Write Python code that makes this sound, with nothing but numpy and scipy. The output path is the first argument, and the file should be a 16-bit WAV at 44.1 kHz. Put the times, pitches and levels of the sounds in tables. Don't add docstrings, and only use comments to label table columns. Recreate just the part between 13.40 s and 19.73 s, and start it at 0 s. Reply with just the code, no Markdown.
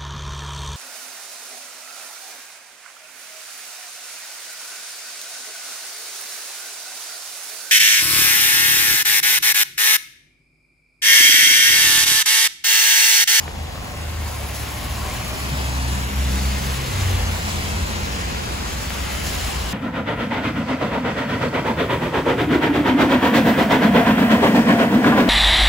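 import sys
import numpy as np
from scipy import signal
from scipy.io import wavfile
from scipy.ndimage import uniform_filter1d

SR = 44100
rng = np.random.default_rng(int(sys.argv[2]) if len(sys.argv) > 2 else 0)


def master_out(mix):
    frames = np.transpose(np.atleast_2d(mix))
    ceiling = np.clip(frames, -1, 1)
    pcm = np.round(ceiling * 32767).astype(np.int16)
    wavfile.write(sys.argv[1], SR, pcm)


def decibels_to_gain(level_db):
    exponent = np.asarray(level_db, float) / 20
    return 10 ** exponent


N = 279153


def evened(x):
    return x / np.sqrt(np.mean(abs(x) ** 2) + 1e-20)


def read(points, hz):
    f, value = np.transpose(points)
    return np.interp(np.log(hz + 1), np.log(f + 1), value)


def follow_rows(rows):
    s, *columns = np.transpose(rows)
    t = np.arange(s[0], s[-1], 1 / SR)
    hz, level_db = (np.interp(t, s, c) for c in columns)
    return s[0], t, hz, level_db


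def add(mix, s, sound):
    part = mix[:, round(s * SR):][:, :sound.shape[-1]]
    part += sound[..., :part.shape[1]]


def chance(shape, *size):
    x = rng.standard_normal(shape)
    for axis, width in enumerate(size):
        x = uniform_filter1d(uniform_filter1d(x, width, axis), width, axis)
    return evened(x)


def hush(frames, bins):
    return np.dot(rng.standard_normal((frames, bins, 2)), [1, 1j]).T


def wash(frames, hz):
    # frequency in Hz, likeness of left and right from -1 to 1
    likeness = [(60, .97), (130, .85), (290, .25), (500, -.45), (750, -.6), (1400, -.05), (3000, .15),
                (8000, .1)]
    same = np.clip(read(likeness, hz), -1, 1)[:, None]
    left = hush(frames, len(hz))
    return np.array([left, same * left + np.sqrt(1 - same ** 2) * hush(frames, len(hz))])


def traffic(t):
    # time in seconds, weight of traffic on the junction in dB, water off the nearest tyres in dB
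    flow = [(0, -5.5, -11.5), (0.249, -5.5, -13.5), (.6, -5, -7.5), (.85, -5, -5), (1.15, -4, -.6),
            (1.5, -3, -2), (1.72, -2.5, -1.3), (2.15, -0.9, -0.5), (2.4, -1, -4), (2.75, -1.5, -1),
            (3.05, -0.2, 0.2), (3.7, -0.3, .1), (4.1, 0.26, -2.5), (4.5, 0.46, -5), (5.05, 0.25, -7),
            (5.5, -1.05, -2), (6.05, 0.65, 1.4), (6.33, -1.5, -3)]
    # time in seconds, swell in dB, length in seconds
    splashes = [(0.879, 4, 0.044), (1.152, 2.5, 0.036), (1.7, 2, 0.046), (2.181, 0.2, .06),
                (3.06, 1, 0.036), (3.61, 3.5, 0.032), (4.08, 3.5, 0.067), (4.893, 1, 0.023),
                (5.281, 2.8, 0.061), (5.416, 2.2, .03), (5.752, 0.5, .04), (5.871, 3, 0.031)]
    s, weight_db, water_db = np.transpose(flow)
    at, swell_db, length = np.transpose(splashes)[..., None]
    u = (t - at) / length
    u = np.where(u < 0, u / 0.28, u)
    splash_db = (swell_db * np.exp(-u ** 2)).sum(0)
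    return np.interp(t, s, weight_db), np.interp(t, s, water_db), splash_db


def passing(car, t, hz, shade_db=2.0, turn_s=0.25, fade_s=0.17):
    # seconds from passing, lag of the left port in ms
    arc = [(-1.9, -.19), (-1.35, -.15), (-1.05, -.05), (-.08, .02), (.12, .22), (.65, .28), (1.1, .42),
           (1.9, .44)]
    comes, passes, goes, near_db = car
    hz = hz[:, None]
    across = .5 + .5 * np.tanh((t - passes) / turn_s)
    leaving_bass_db, leaving_treble_db, treble_hz = 4, -2, 1480
    leaving_db = leaving_treble_db + (leaving_bass_db - leaving_treble_db) / (1 + (hz / treble_hz) ** 4)
    near = decibels_to_gain(near_db + leaving_db * across)
    near = near / (1 + np.exp((comes - t) / fade_s)) / (1 + np.exp((t - goes) / fade_s))
    lag = np.interp(t - passes, *np.transpose(arc))
    bend = 1 + .5 * np.exp(-hz / 500)
    shade = decibels_to_gain(shade_db * lag * np.sqrt(hz / 4000))
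    port = np.exp(-1j * np.pi * hz * bend * lag / 1000) / shade
    return near, np.array([port, 1 / port])


def tyres(patchy_db=0.71, flicker_db=0.71, gust_db=0.46, streak_db=1.5):
    # comes in seconds, passes the axis of the ports in seconds, goes in seconds, nearness in dB
    cars = [
        (-1.5, 1.87, 3.97, -5),
        (2.5, 3.82, 5.51, -5),
        (4.5, 6.4, 8, -8),
    ]
    # frequency in Hz, level in dB
    roar = [(200, -1), (330, -1), (500, -2.5), (750, -0.2), (1100, -1), (1400, -24), (2200, -27)]
    # frequency in Hz, level in dB
    hiss = [(700, -11), (1300, 0), (1900, 0.5), (2800, -0.5), (3800, -5), (5000, -7.5), (7500, -25.5)]
    # frequency in Hz, level in dB
    spray = [(2500, -7.5), (4200, 0.5), (5500, 2), (7000, 1.4), (8300, -1.5), (10500, -6.5), (14000, -38)]
    # frequency in Hz, level in dB
    mist = [(6000, -22), (8300, 0), (10000, 2), (12000, 1.5), (14000, -1.5), (15700, -3)]
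    # level in dB, then dB per dB of traffic, of water, of splash
    follow = [
        (-34.5, .95, -0.02, 0.2),
        (-33.5, 1.15, 0.23, 0.23),
        (-37.5, 1.2, .3, 1.23),
        (-40.5, -0.27, 1.1, 0.7),
    ]
    # frequency in Hz, left over right in dB
    lean = [(60, .5), (300, 1), (900, .1), (1700, .5), (3200, 3), (5500, 2.2), (7200, 0.1), (16000, 0.1)]
    frames, hz = N // 128 + 5, np.fft.rfftfreq(512, 1 / SR)
    t = np.arange(frames) * 128 / SR
    wash_gain = decibels_to_gain(-3.5)
    z, weight = wash_gain * wash(frames, hz), wash_gain ** 2
    for car in cars:
        near, ports = passing(car, t, hz)
        z = z + near * hush(frames, len(hz)) * ports
        weight = weight + near ** 2
    rough_db = patchy_db * chance((frames, len(hz)), 12, 5).T
    rough_db = rough_db + streak_db * chance((frames, len(hz)), 70).T
    bright = np.clip(hz / 9000, 0, 1.3)[:, None]
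    rough_db = rough_db + bright * (flicker_db * chance(frames, 3) + gust_db * chance(frames, 14))
    power, now = 0, traffic(t)
    for shape, (db, *share) in zip((roar, hiss, spray, mist), follow):
        level = decibels_to_gain(db + np.dot(share, now))
        power = power + (evened(decibels_to_gain(read(shape, hz)))[:, None] * level) ** 2
    tilt = decibels_to_gain(read(lean, hz) * np.array([[.5], [-.5]]))[..., None]
    z = z * np.sqrt(power / weight) * decibels_to_gain(rough_db) * tilt
    unit = np.std(signal.istft(hush(frames=99, bins=len(hz)), nperseg=512, noverlap=384)[1])
    return decibels_to_gain(2.5) * signal.istft(z, nperseg=512, noverlap=384)[1][:, :N] / unit


def whistle(rows, orders, width_hz=34):
    start, t, hz, db = follow_rows(rows)
    r, out = np.exp(-np.pi * width_hz / SR), 0
    turns = np.cumsum(hz) / SR
    for k, under_db in orders:
        slow = signal.lfilter([1], np.convolve([1, -r], [1, -r]), hush(len(t), 1)[0])
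        out = out + decibels_to_gain(under_db) * evened((slow * np.exp(2j * np.pi * k * turns)).real)
    return start, decibels_to_gain(db) * out * np.ones((2, 1))


def tread():
    # time in seconds, block rate in Hz, level in dB
    song = [(.2, 1110, -54), (.5, 1075, -42), (.75, 1056, -49), (1.1, 1057, -47), (1.4, 1099, -45),
            (1.6, 1112, -41), (1.9, 1117, -41), (2.1, 1151, -48), (2.35, 1153, -48)]
    return whistle(song, [(1, -4), (.54, -4.5), (.68, -4.0)])


def puddle():
    # time in seconds, pitch in Hz, level in dB
    squelch = [(1.59, 1280, -52), (1.63, 1400, -44), (1.67, 1750, -46), (1.7, 2080, -40),
               (1.735, 2450, -44), (1.77, 2750, -50), (1.8, 2900, -56)]
    return whistle(squelch, [(1, 0)], width_hz=70)


def engine(rows, extra=(), boom=(1, 1, 0), waver=.008, throb_db=1.5, lag=16):
    # time in seconds, change in dB, half width in seconds
    stumble = (2.715, -9, .04)
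    start, t, hz, level_db = follow_rows(rows)
    stumble_db = stumble[1] * np.exp(-((t - stumble[0]) / stumble[2]) ** 2)
    turns = np.cumsum(hz * (1 + waver * chance(len(t), 1500))) / SR
    boom_hz, boom_width_hz, boom_db = boom
    tone = 0
    for k, db in [(1, 0), *extra]:
        order_db = level_db + db + stumble_db / k ** 2
        order_db = order_db + boom_db / (1 + ((k * hz - boom_hz) / boom_width_hz) ** 2)
        order_db = order_db + throb_db * np.sqrt(k) * chance(len(t), 2500)
        tone = tone + decibels_to_gain(order_db) * np.sin(2 * np.pi * (k * turns + rng.random()))
    tone = np.sqrt(2) * tone * signal.windows.tukey(len(t), .04)
    return start, np.array([np.roll(tone, round(lag)), tone]) * decibels_to_gain([[.3], [-.3]])


def engines():
    # time in seconds, firing rate in Hz, level in dB
    small_car = [(0, 80.8, -39), (.2, 78.7, -30.5), (.45, 78.6, -39.5), (.8, 78.4, -26), (1, 71.8, -33.5),
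                 (1.2, 69.6, -32.5), (1.4, 70.8, -34), (1.62, 72.5, -30.5), (1.95, 67.66, -44)]
    low_drone = [(.1, 52, -41), (.4, 53.4, -41), (.7, 52.4, -41), (.9, 50.6, -37), (1.2, 52.45, -45),
                 (1.5, 54.36, -33), (1.75, 53.55, -35), (1.95, 52.46, -40)]
    rising = [(.3, 102.4, -40.5), (1.1, 105.1, -35.5), (1.4, 109, -39.5), (1.7, 112, -36), (2, 118, -36.5),
              (2.6, 128.1, -32), (3.1, 132, -39), (3.35, 133, -30), (3.9, 119.7, -38)]
    estate = [(3.42, 98, -58), (3.55, 95.1, -40), (3.7, 92.5, -35), (3.85, 86.4, -30.5), (4, 84.05, -33),
              (4.3, 84.87, -30.5), (4.9, 86.1, -36.5), (5.5, 88.16, -43.5), (6.33, 80, -37)]
    late_drone = [(3.4, 50.9, -41), (3.6, 50.3, -37), (3.8, 53.94, -25.5), (4.2, 52.04, -42.5),
                  (4.45, 55.8, -30), (4.85, 58.99, -33), (5.6, 57.47, -36), (5.85, 57.2, -35),
                  (6.33, 56.9, -28)]
    idler = [(1.85, 66.4, -40), (2.05, 66.35, -29), (2.6, 67.4, -23), (3, 66.5, -20), (3.45, 66.2, -32),
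             (4.05, 66, -38), (4.3, 67.5, -32.5), (5.6, 65.5, -35), (6.33, 66.5, -35)]
    # frequency in Hz, width in Hz, gain in dB
    exhaust = (94, 5, 15)
    return [engine(small_car, [(2, -19)], lag=-8),
            engine(low_drone),
            engine(rising),
            engine(estate, [(2, -16), (2.5, -9.5)], exhaust),
            engine(late_drone),
            engine(idler, [(3, -15.5), (3.95, -19)], throb_db=1.15)]


def bump(db, hz, t60):
    t = np.arange(0, .4, 1 / SR)
    swell = 1 - np.exp(-t / .012)
    return decibels_to_gain(db - 60 * t / t60) * swell * np.sin(2 * np.pi * hz * t * (1 - 1.2 * t))


def bumps():
    # start in seconds, peak in dB, pitch in Hz, time to fall 60 dB in seconds
    thuds = [
        (1.465, -23, 160, .14),
        (2.11, -14, 152, .17),
    ]
    return [(s, bump(*row)) for s, *row in thuds]


def tap(db, hz, pan_db):
    cycles = np.arange(300) / SR * hz
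    knock = np.sin(2 * np.pi * 3.5 * (1 - np.exp(-cycles / 2.5)))
    shape = cycles ** 2 * np.exp(2 - 1.9 * cycles) * knock
    panel = cycles * np.exp(1 - cycles / 1.6) / 1.6 * np.sin(2 * np.pi * cycles / 3.5)
    shape = shape - .45 * panel
    return decibels_to_gain(db) * shape * decibels_to_gain(np.clip(pan_db, -6, 6) * np.array([[.5], [-.5]]))


def taps():
    # start in seconds, peak in dB, pitch in Hz, left over right in dB
    drops = [(.0787, -21.5, 2050, 4), (.356, -29, 1600, 4), (.883, -30, 1500, 3), (1.234, -28, 1700, 2),
             (1.689, -27, 2100, 2), (1.93, -27, 1600, 1), (3.657, -24, 2300, 1), (4.471, -25, 2300, 0),
             (4.947, -25, 1800, 1), (5.5044, -17, 2450, 5), (5.748, -25, 1800, 1), (5.869, -25, 2000, 1),
             (6.142, -23, 2300, 1)]
    return [(s + .0006, tap(*row)) for s, *row in drops]


def patter(per_s=260, db=-44, spread_db=0.5):
    size = decibels_to_gain(spread_db * np.minimum(rng.exponential(1, N), 4)) * (rng.random(N) < per_s / SR)
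    kind, out = rng.integers(0, 10, N), np.zeros((2, N))
    for k, hz in enumerate(np.geomspace(900, 9000, 10)):
        drop = tap(0, hz, rng.uniform(-6, 6))
        out += signal.oaconvolve((size * (kind == k))[None], drop, axes=1)[:, :N]
    return decibels_to_gain(db) * evened(out)


def rumble():
    # frequency in Hz, level in dB
    town = [(12, -41), (20, -39), (48, -5.5), (76, 0), (99, -8.5), (145, -7), (236, -11), (292, -17.5),
            (400, -28.5), (520, -20.5), (880, -120)]
    hz = np.fft.rfftfreq(4096, 1 / SR)
    weight_db, water_db, _ = traffic(np.arange(N) / SR)
    z = wash(N // 1024 + 5, hz) * decibels_to_gain(read(town, hz))[:, None]
    low = evened(signal.istft(z, nperseg=4096, noverlap=3072)[1][:, :N])
    return low * decibels_to_gain(-31.5 + weight_db - 0.072 * water_db)


def scene():
    mix = tyres() + patter() + rumble()
    for s, sound in [tread(), puddle(), *engines(), *bumps(), *taps()]:
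        add(mix, s, sound)
    return mix


def low_pass(x):
    return signal.sosfilt(signal.butter(12, 17050, fs=SR, output="sos"), x)


def record(dry):
    # low edge in Hz, high edge in Hz, sign of the right side,
    joined = [
        (8350, 9550, -1, .25, 0, 0),
        (10400, 11750, 1, .03, .1, 200),
        (12450, 13750, -1, .1, .55, 750),
        (14450, 16400, 1, .02, 0, 0),
    ]
    # start in seconds, end in seconds, low
    # edge in Hz
    spells = [(0, .64, 6700), (.72, .9, 6900), (1.15, 2.37, 6450), (2.64, 3.15, 7000), (3.15, 3.5, 6450),
              (3.68, 4.06, 6900), (4.36, 5.22, 6950), (5.76, 5.88, 7000), (5.93, 6.33, 7000)]
    hz, t, z = signal.stft(dry, SR, nperseg=2048)
    hz, sign = hz[:, None], np.zeros(z.shape[1:])
    shared = .72 * np.clip((hz - 5800) / 1200, 0, 1)
    turned = z[0] * np.exp(1j * np.pi * (hz - 7000) / 2050)
    right = shared * turned + np.sqrt(1 - shared ** 2) * z[1]
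    for low, high, turn, low_share, high_share, step in joined:
        a, b, c = rng.random((len(t), 3)).T
        above = hz > low + 340 * (a < low_share)
        below = hz < high + step * c * (b < high_share)
        sign[above & below] = turn
    for start, end, low in spells:
        above = hz > low + 250 * chance(len(t), 2)
        sign[above & (hz < 7600) & (t > start) & (t < end)] = 1
    right = np.where(sign == 0, right, sign * z[0])
    z = np.array([z[0], right]) * (hz < 15770)
    return low_pass(signal.istft(z, SR, nperseg=2048)[1][:, :N])


dry = scene()
out = record(dry)
master_out(out)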